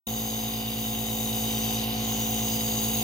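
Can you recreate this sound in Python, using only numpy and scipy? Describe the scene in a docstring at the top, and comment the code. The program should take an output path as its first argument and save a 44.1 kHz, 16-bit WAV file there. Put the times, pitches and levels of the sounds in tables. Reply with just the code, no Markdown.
"""A piston compressor drives a nebulizer in a quiet room, close to the microphone.
Near silence comes first; then drone and hiss cut in, grow by some dB, and the mid hiss dips briefly near 1.9 s.
The mains field hums and buzzes; once a turn the piston thumps, valves tick and air puffs by a ringing reed.
The nebulizer jet hisses through the resonances of its plastic cup and mouthpiece; a cooling fan rushes
in the housing. Sums of sines make the tones, shaped noise makes the air sounds."""
import sys
import numpy as np
from scipy import signal
from scipy.fft import rfft, irfft, next_fast_len
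from scipy.io import wavfile
from scipy.ndimage import uniform_filter1d, map_coordinates

SR = 44100
rng = np.random.default_rng(int(sys.argv[2]) if len(sys.argv) > 2 else 0)


def store_wav(level_fs):
    """Save 16-bit WAV to argv[1]."""
    pcm = np.round(np.clip(np.atleast_2d(level_fs), -1, 1) * 32767)
    wavfile.write(sys.argv[1], SR, pcm.T.astype(np.int16))


N = 133623  # samples, about 3 s

SHAFT_HZ, MAINS_HZ = 55.4775, 60.035


# Harmonics of the piston's thump: (multiple of the shaft speed [1], relative level [dB])
SHAFT_ORDERS = [(1, -10), (2, -7), (3, -17), (4, 1), (5, -11.5), (6, -20.5), (7, -14), (8, -22), (9, -11),
                (10, -25), (11, -28), (12, -20), (13, -11.5), (14, -39), (15, -17), (16, -33), (17, -40),
                (18, -41), (19, -25.5), (20, -36)]
# Multiples at which the housing sings: (multiple of the shaft speed [1], relative level [dB])
SINGING_ORDERS = [(35, -34), (37, -34), (40, -36.5), (42, -29), (53, -23.5), (56, -20.5)]
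DRONE_DB, DRONE_FLUTTER_DB = 0.5, 0.43
SMEAR_S = 0.00055  # largest lag of a harmonic in the direct sound


def drone(turns):
    """Fourier series: a thump once a turn is a sum of shaft harmonics, smeared by the housing and the room."""
    out = np.zeros((2, N))
    for order, db in [*SHAFT_ORDERS, *SINGING_ORDERS]:
        direct_lag = order * SHAFT_HZ * SMEAR_S * rng.uniform(-0.99, 1)  # cycles
        scattered_lag = rng.random()  # the room scatters the phase fully
        lag = np.array([[direct_lag], [scattered_lag]])
        level = amp(db + DRONE_FLUTTER_DB * wobble(11))
        out -= level * np.cos(2 * np.pi * (order * turns - lag))
    return amp(DRONE_DB) * unit(out)


# Spectrum of the mains buzz: (frequency [Hz], relative level [dB])
BUZZ_SPECTRUM = [(60, -11), (92, 1), (112, 11), (175, -1), (230, -8), (290, -0.5), (400, -6), (460, 9.5),
                 (540, -6.5), (700, -2), (1100, -16.5), (1600, -20), (2300, -30), (3000, -15), (4000, -31)]
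HUM_DB, BUZZ_DB = -5.5, -15.5
MAINS_START = -0.13  # cycles of the hum


def mains(turns):
    """Magnetic force: the motor's iron hums at twice the mains; the turning rotor chops this into a buzz."""
    cycles = 2 * MAINS_HZ * np.arange(N) / SR + MAINS_START
    hum = np.cos(2 * np.pi * cycles)
    chopped = cyclic(cycles, count=28) * cyclic(turns, count=6)
    return amp(HUM_DB) * hum + amp(BUZZ_DB) * coloured(chopped, BUZZ_SPECTRUM)


def cyclic(cycles, count):
    """Periodicity: count equal harmonics of random phase give a shape that repeats every cycle."""
    phases = rng.random(count)
    return unit(sum(np.sin(2 * np.pi * (k * cycles + p)) for k, p in enumerate(phases, 1)))


# The jet's hiss in three registers, each: (frequency [Hz], relative level per Hz [dB])
JET_LOW = [(1500, -26.5), (2500, -8), (2900, 1.5), (3300, -4), (3700, -3.5), (3980, -13.5), (4080, 0),
           (4270, -26), (4550, 1), (4700, -7), (4870, 6), (5080, -15), (5450, -6), (5900, -52)]
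JET_MID = [(5300, -35), (5800, -7.5), (6030, 3), (6200, -5.5), (6400, 7), (6850, 0.5), (7150, -8),
           (7500, -30), (7750, -4.5), (8100, -19), (8500, -3.5), (8700, -43), (9600, -61)]
JET_HIGH = [(8500, -30), (9200, -50), (9650, -14.5), (9900, -2.5), (10250, -8.5), (10650, -19),
            (11400, -11), (11820, -2), (12200, -12), (12600, -20), (13000, -2.5), (14150, -7), (14650, 7),
            (15200, -5), (15800, -12)]
# Course of the hiss, before the offsets below:
# (time [s], low level [dB], middle level [dB], high level [dB])
HISS_LEVELS = [(0.1, -50.5, -42.5, -35), (0.35, -49.2, -41, -35), (0.55, -47.5, -41.5, -35.3),
               (0.65, -47.5, -42.5, -37), (0.77, -49, -41.5, -36), (1.15, -47, -38.5, -34),
               (1.62, -45, -37, -33), (1.8, -44.5, -38.3, -35), (1.88, -44, -46, -35.5),
               (2.0, -43.5, -41, -36), (2.15, -45.5, -36, -33.5), (2.31, -45.5, -37, -33),
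               (2.45, -44.5, -36.5, -32.5), (2.72, -44, -36, -33), (3.0, -44.8, -37.5, -31.5)]
# Shift of the middle and high resonances: (time [s], share of their frequency [1])
RESONANCE_SHIFT = [(1.7, -0.0029), (1.92, -.018), (2.08, .004), (2.22, 0.0068), (2.45, 0.011)]
JET_LOW_DB, JET_MID_DB, JET_HIGH_DB = 3.5, -1.5, -3


def jet(turns):
    """Turbulent jet noise through resonances: it pulses with the pump and sputters as the liquid breaks up."""
    low_db, mid_db, high_db = curves(HISS_LEVELS)
    shift, = curves(RESONANCE_SHIFT)
    low = drifting(rush(JET_LOW)) * stroke(turns, swing_db=0.26, peak_turn=0.7)
    low *= amp(JET_LOW_DB + low_db + 0.6 * wobble(29.3))
    # a negative swing dips at peak_turn
    mid = drifting(shifted(rush(JET_MID), shift)) * stroke(turns, swing_db=-0.07, peak_turn=0.065)
    mid *= amp(JET_MID_DB + mid_db + 0.71 * wobble(30.53))
    high = drifting(shifted(rush(JET_HIGH), shift)) * stroke(turns, swing_db=0.86, peak_turn=0.87)
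    high *= amp(JET_HIGH_DB + high_db + 0.66 * wobble(44.84))
    sputter_db = 0.3 * wobble(120) + 0.23 * wobble(8.7)
    return (low + mid + high) * amp(sputter_db)


DRIFT_DB = 2.04  # rms drift of the hiss colour


def drifting(x):
    """Time-varying filtering: the colour of a noise drifts in slow, narrow patches of its spectrogram."""
    z = signal.stft(x, nperseg=512)[2]
    field = rng.standard_normal(z.shape[1:])
    field = uniform_filter1d(field, size=3, axis=0)  # narrow in frequency
    field = uniform_filter1d(field, size=70, axis=1)  # slow in time
    return unit(signal.istft(z * amp(DRIFT_DB * unit(field)), nperseg=512)[1][:, :N])


def shifted(x, share):
    """Resampling: a changed reading speed moves all resonances by a share of their frequency."""
    place = np.cumsum(1 + share)
    return np.array([map_coordinates(c, [place], order=5, mode="wrap") for c in x])


# Spectrum of the air through the pump: (frequency [Hz], relative level [dB])
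PUFF_SPECTRUM = [(3100, -14), (3520, -10), (3600, 15), (3820, 13), (3960, -14), (4300, -32)]
# Course of puff and reed together: (time [s], level before the offsets below [dB])
PUFF_LEVEL = [(0.1, -43.5), (0.7, -43), (1.15, -40.5), (1.55, -38.5), (2.0, -41), (2.6, -41.5), (3.0, -41)]
PUFF_DB, PUFF_SWING_DB, REED_DB = -8, 2, -7.5
PUFF_TURN = 0.694  # loudest this share of a turn after the thump


def pump_air(turns):
    """Modulated flow noise: a puff of air with each stroke, joined by the ringing reed."""
    level_db, = curves(PUFF_LEVEL)
    puff = rush(PUFF_SPECTRUM) * stroke(turns, swing_db=PUFF_SWING_DB, peak_turn=PUFF_TURN)
    air = amp(PUFF_DB) * puff + amp(REED_DB) * reed(turns)
    return amp(level_db + 0.28 * wobble(3.7)) * air


REED_HZ, REED_SPREAD_HZ = 3762, 65
REED_SCATTER_DB, REED_SWING_DB = 1.5, 5


def reed(turns):
    """Re-excited resonance: the outlet reed rings anew with every stroke, a little different each time."""
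    since = turns - PUFF_TURN + .5  # a new ring starts half a turn before the puff peaks
    index = np.floor(since - np.floor(since[0])).astype(int)
    draws = rng.standard_normal((index[-1] + 1, 4))
    pitch, size, *phases = draws[index].T  # two phases: direct and scattered
    cycles = np.cumsum(REED_HZ + REED_SPREAD_HZ * pitch) / SR
    ring = np.sin(2 * np.pi * (cycles + np.array(phases)))
    swell = stroke(turns, swing_db=REED_SWING_DB, peak_turn=PUFF_TURN)
    fade = np.abs(np.sin(np.pi * since))  # silent where one ring gives way to the next
    return unit(ring * amp(REED_SCATTER_DB * size) * swell * fade)


# The valves snap shut: (share of a turn after the thump [1], relative level [dB])
VALVES = [(0.51, -2.5), (0.93, -7), (0.0592, -4.5)]
# Spectrum of a valve tick: (frequency [Hz], relative level [dB])
TICK_SPECTRUM = [(600, -26), (1100, -4.5), (1500, -9.5), (1750, -9), (2100, -3), (2500, -3), (3000, 8.5),
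                 (3400, -3), (5000, -13)]
TICK_DB, TICK_SCATTER_DB, TICK_T60_S = -14, 1.1, 0.0081
TICK_LOOSE = 0.77  # loose rattle relative to the repeated ring


def valve(turns):
    """Impact and decay: each valve ticks once a turn, partly the same ring each time, partly loose rattle."""
    t = np.arange(SR // 30) / SR
    out = np.zeros((2, N + len(t)))
    for turn, db in VALVES:
        ring = rng.standard_normal((2, len(t)))
        for i in np.flatnonzero(np.diff(np.floor(turns - turn))):
            tick = ring + TICK_LOOSE * rng.standard_normal(ring.shape)
            decay_db = -60 * t / TICK_T60_S
            out[:, i:i + len(t)] += tick * amp(db + TICK_SCATTER_DB * rng.normal() + decay_db)
    return amp(TICK_DB) * coloured(out[:, :N], TICK_SPECTRUM)


# Rush of the fan in the housing, also the colour of the faint floor:
# (frequency [Hz], relative level per Hz [dB])
HOUSING_SPECTRUM = [(20, -29), (45, -17), (80, -6), (250, -0.5), (620, -6.5), (700, -3), (760, 9),
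                    (805, -3), (870, -0.5), (1150, -8.5), (1350, -13.5), (1480, -11), (1700, -18),
                    (2400, -15.5), (3000, -22)]
FAN_DB, FAN_SCATTERED_DB, FAN_SWING_DB = -11, 1.5, 2  # the second is added to the scattered part


def fan(turns):
    """Broadband flow noise: the cooling fan rushes in the housing, loudest just after the thump."""
    level_db = FAN_DB + np.array([[0], [FAN_SCATTERED_DB]])
    return amp(level_db) * rush(HOUSING_SPECTRUM) * stroke(turns, swing_db=FAN_SWING_DB, peak_turn=0.18)


def rush(spectrum):
    """Incoherence: two unrelated noises stand for the direct and the scattered sound."""
    return coloured(rng.standard_normal((2, N)), spectrum)


def stroke(turns, swing_db, peak_turn):
    """Amplitude modulation: a gain of rms 1 that swells once a turn."""
    return unit(amp(swing_db * np.cos(2 * np.pi * (turns - peak_turn))))


# Stereo width: (frequency [Hz], side over mid [dB])
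WIDTH = [(60, -38), (200, -38), (330, -8), (480, -6.5), (750, -7), (1100, -2), (2600, 1), (3100, -1.5),
         (3450, 2.5), (3780, -1), (4200, 3), (4900, -10.5), (6500, -4), (7100, -5), (7550, 11),
         (8400, -4.5), (11800, 0.5), (13000, -5), (13700, 6.5), (14600, -0.5), (15500, 5)]
# Stereo balance: (frequency [Hz], left minus right [dB])
LEAN = [(60, 3), (150, -4.5), (250, -1.5), (340, -4.5), (430, -3.5), (520, 1), (660, -1.5), (830, 4.5),
        (1100, -5.5), (1400, 0.5), (2150, -2.5), (2550, 1.5), (2950, -5.5), (3800, 3.5), (4200, 1),
        (4900, 0), (6410, 3), (8000, -1), (9810, -5), (14200, 5), (15500, -4)]
# Direct sound: (frequency [Hz], share of the side amplitude straight from the source [1])
DIRECT = [(200, 1), (700, 0.33), (1500, 0.25), (3000, .4), (3700, 0.76), (6500, 0.36), (9000, .35),
          (14000, .55)]


def ports(pair):
    """Phase and level differences: two microphone ports hear the sound, the left one reached first."""
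    def side_response(hz):
        direct = np.clip(along(DIRECT, hz), 0, 1)
        # a quarter-cycle lead for the direct part; powers of both parts sum to one
        return amp(along(WIDTH, hz)) * np.array([1j * direct, np.sqrt(1 - direct ** 2)])

    side = filtered(pair, side_response).sum(axis=0)
    left_right = np.array([pair[0] + side, pair[0] - side])
    return filtered(left_right, lambda hz: amp(np.outer([.5, -.5], along(LEAN, hz))))


def amp(db):
    """Level law: amplitude ratio of a level in dB."""
    return 10 ** (np.asarray(db) / 20)


def unit(x):
    """Normalization: scale to rms 1 over all channels."""
    return x / np.sqrt(np.mean(x ** 2) + 1e-20)


def along(points, hz):
    """Logarithmic frequency scale: interpolate (frequency [Hz], value) points on it."""
    f, v = np.transpose(points)
    return np.interp(np.log(hz + 1), np.log(f + 1), v)


def curves(rows):
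    """Linear interpolation: one value per sample for each column after the time."""
    s, *cols = np.transpose(rows)
    return [np.interp(np.arange(N) / SR, s, c) for c in cols]


def wobble(rate):
    """Band-limited fluctuation: a smooth random curve with rate knots a second."""
    knots = rng.standard_normal(int(N * rate / SR) + 4)
    return map_coordinates(knots, [np.arange(N) * rate / SR])


def filtered(x, response):
    """Convolution theorem: multiply the spectrum of x by a complex response of frequency."""
    m = next_fast_len(N + SR // 2)
    return irfft(rfft(x, m) * response(np.fft.rfftfreq(m, 1 / SR)), m)[..., :N]


def coloured(x, spectrum):
    """Spectral shaping: x through a spectrum, at rms 1."""
    return unit(filtered(x, lambda hz: amp(along(spectrum, hz))))


# Course of the compressor: (time [s], level before each layer's own offset [dB])
COMPRESSOR_LEVEL = [(0.1, -35), (0.7, -35), (1.15, -34), (1.6, -32.5), (2.3, -32.5), (3.0, -32.5)]
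START_TURN, SPEED_WANDER = -0.22, 0.00015  # turns; share of the shaft speed
STROKE_SCATTER_DB = 0.77  # ticks and puffs rise and fall together
START_S, RISE_S = 0.0678, 0.0027  # the sound cuts in
FLOOR_DB = -103


def scene():
    """Common drive and superposition: the shaft's turning times the layers, which add over a faint floor."""
    speed = SHAFT_HZ * (1 + SPEED_WANDER * wobble(5.14))
    turns = np.cumsum(speed) / SR + START_TURN
    level_db, = curves(COMPRESSOR_LEVEL)
    strength = amp(STROKE_SCATTER_DB * wobble(SHAFT_HZ))
    compressor = amp(level_db) * (drone(turns) + mains(turns) + strength * valve(turns) + fan(turns))
    machine = ports(compressor + strength * pump_air(turns) + jet(turns))
    opening = np.clip((np.arange(N) / SR - START_S) / RISE_S, 0, 1)
    return machine * opening + amp(FLOOR_DB) * rush(HOUSING_SPECTRUM)


TOP_HZ = 15780


def record(dry):
    """Band limitation: nothing is kept from TOP_HZ upward."""
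    return filtered(dry, lambda hz: hz < TOP_HZ)


dry = scene()
out = record(dry)
store_wav(out)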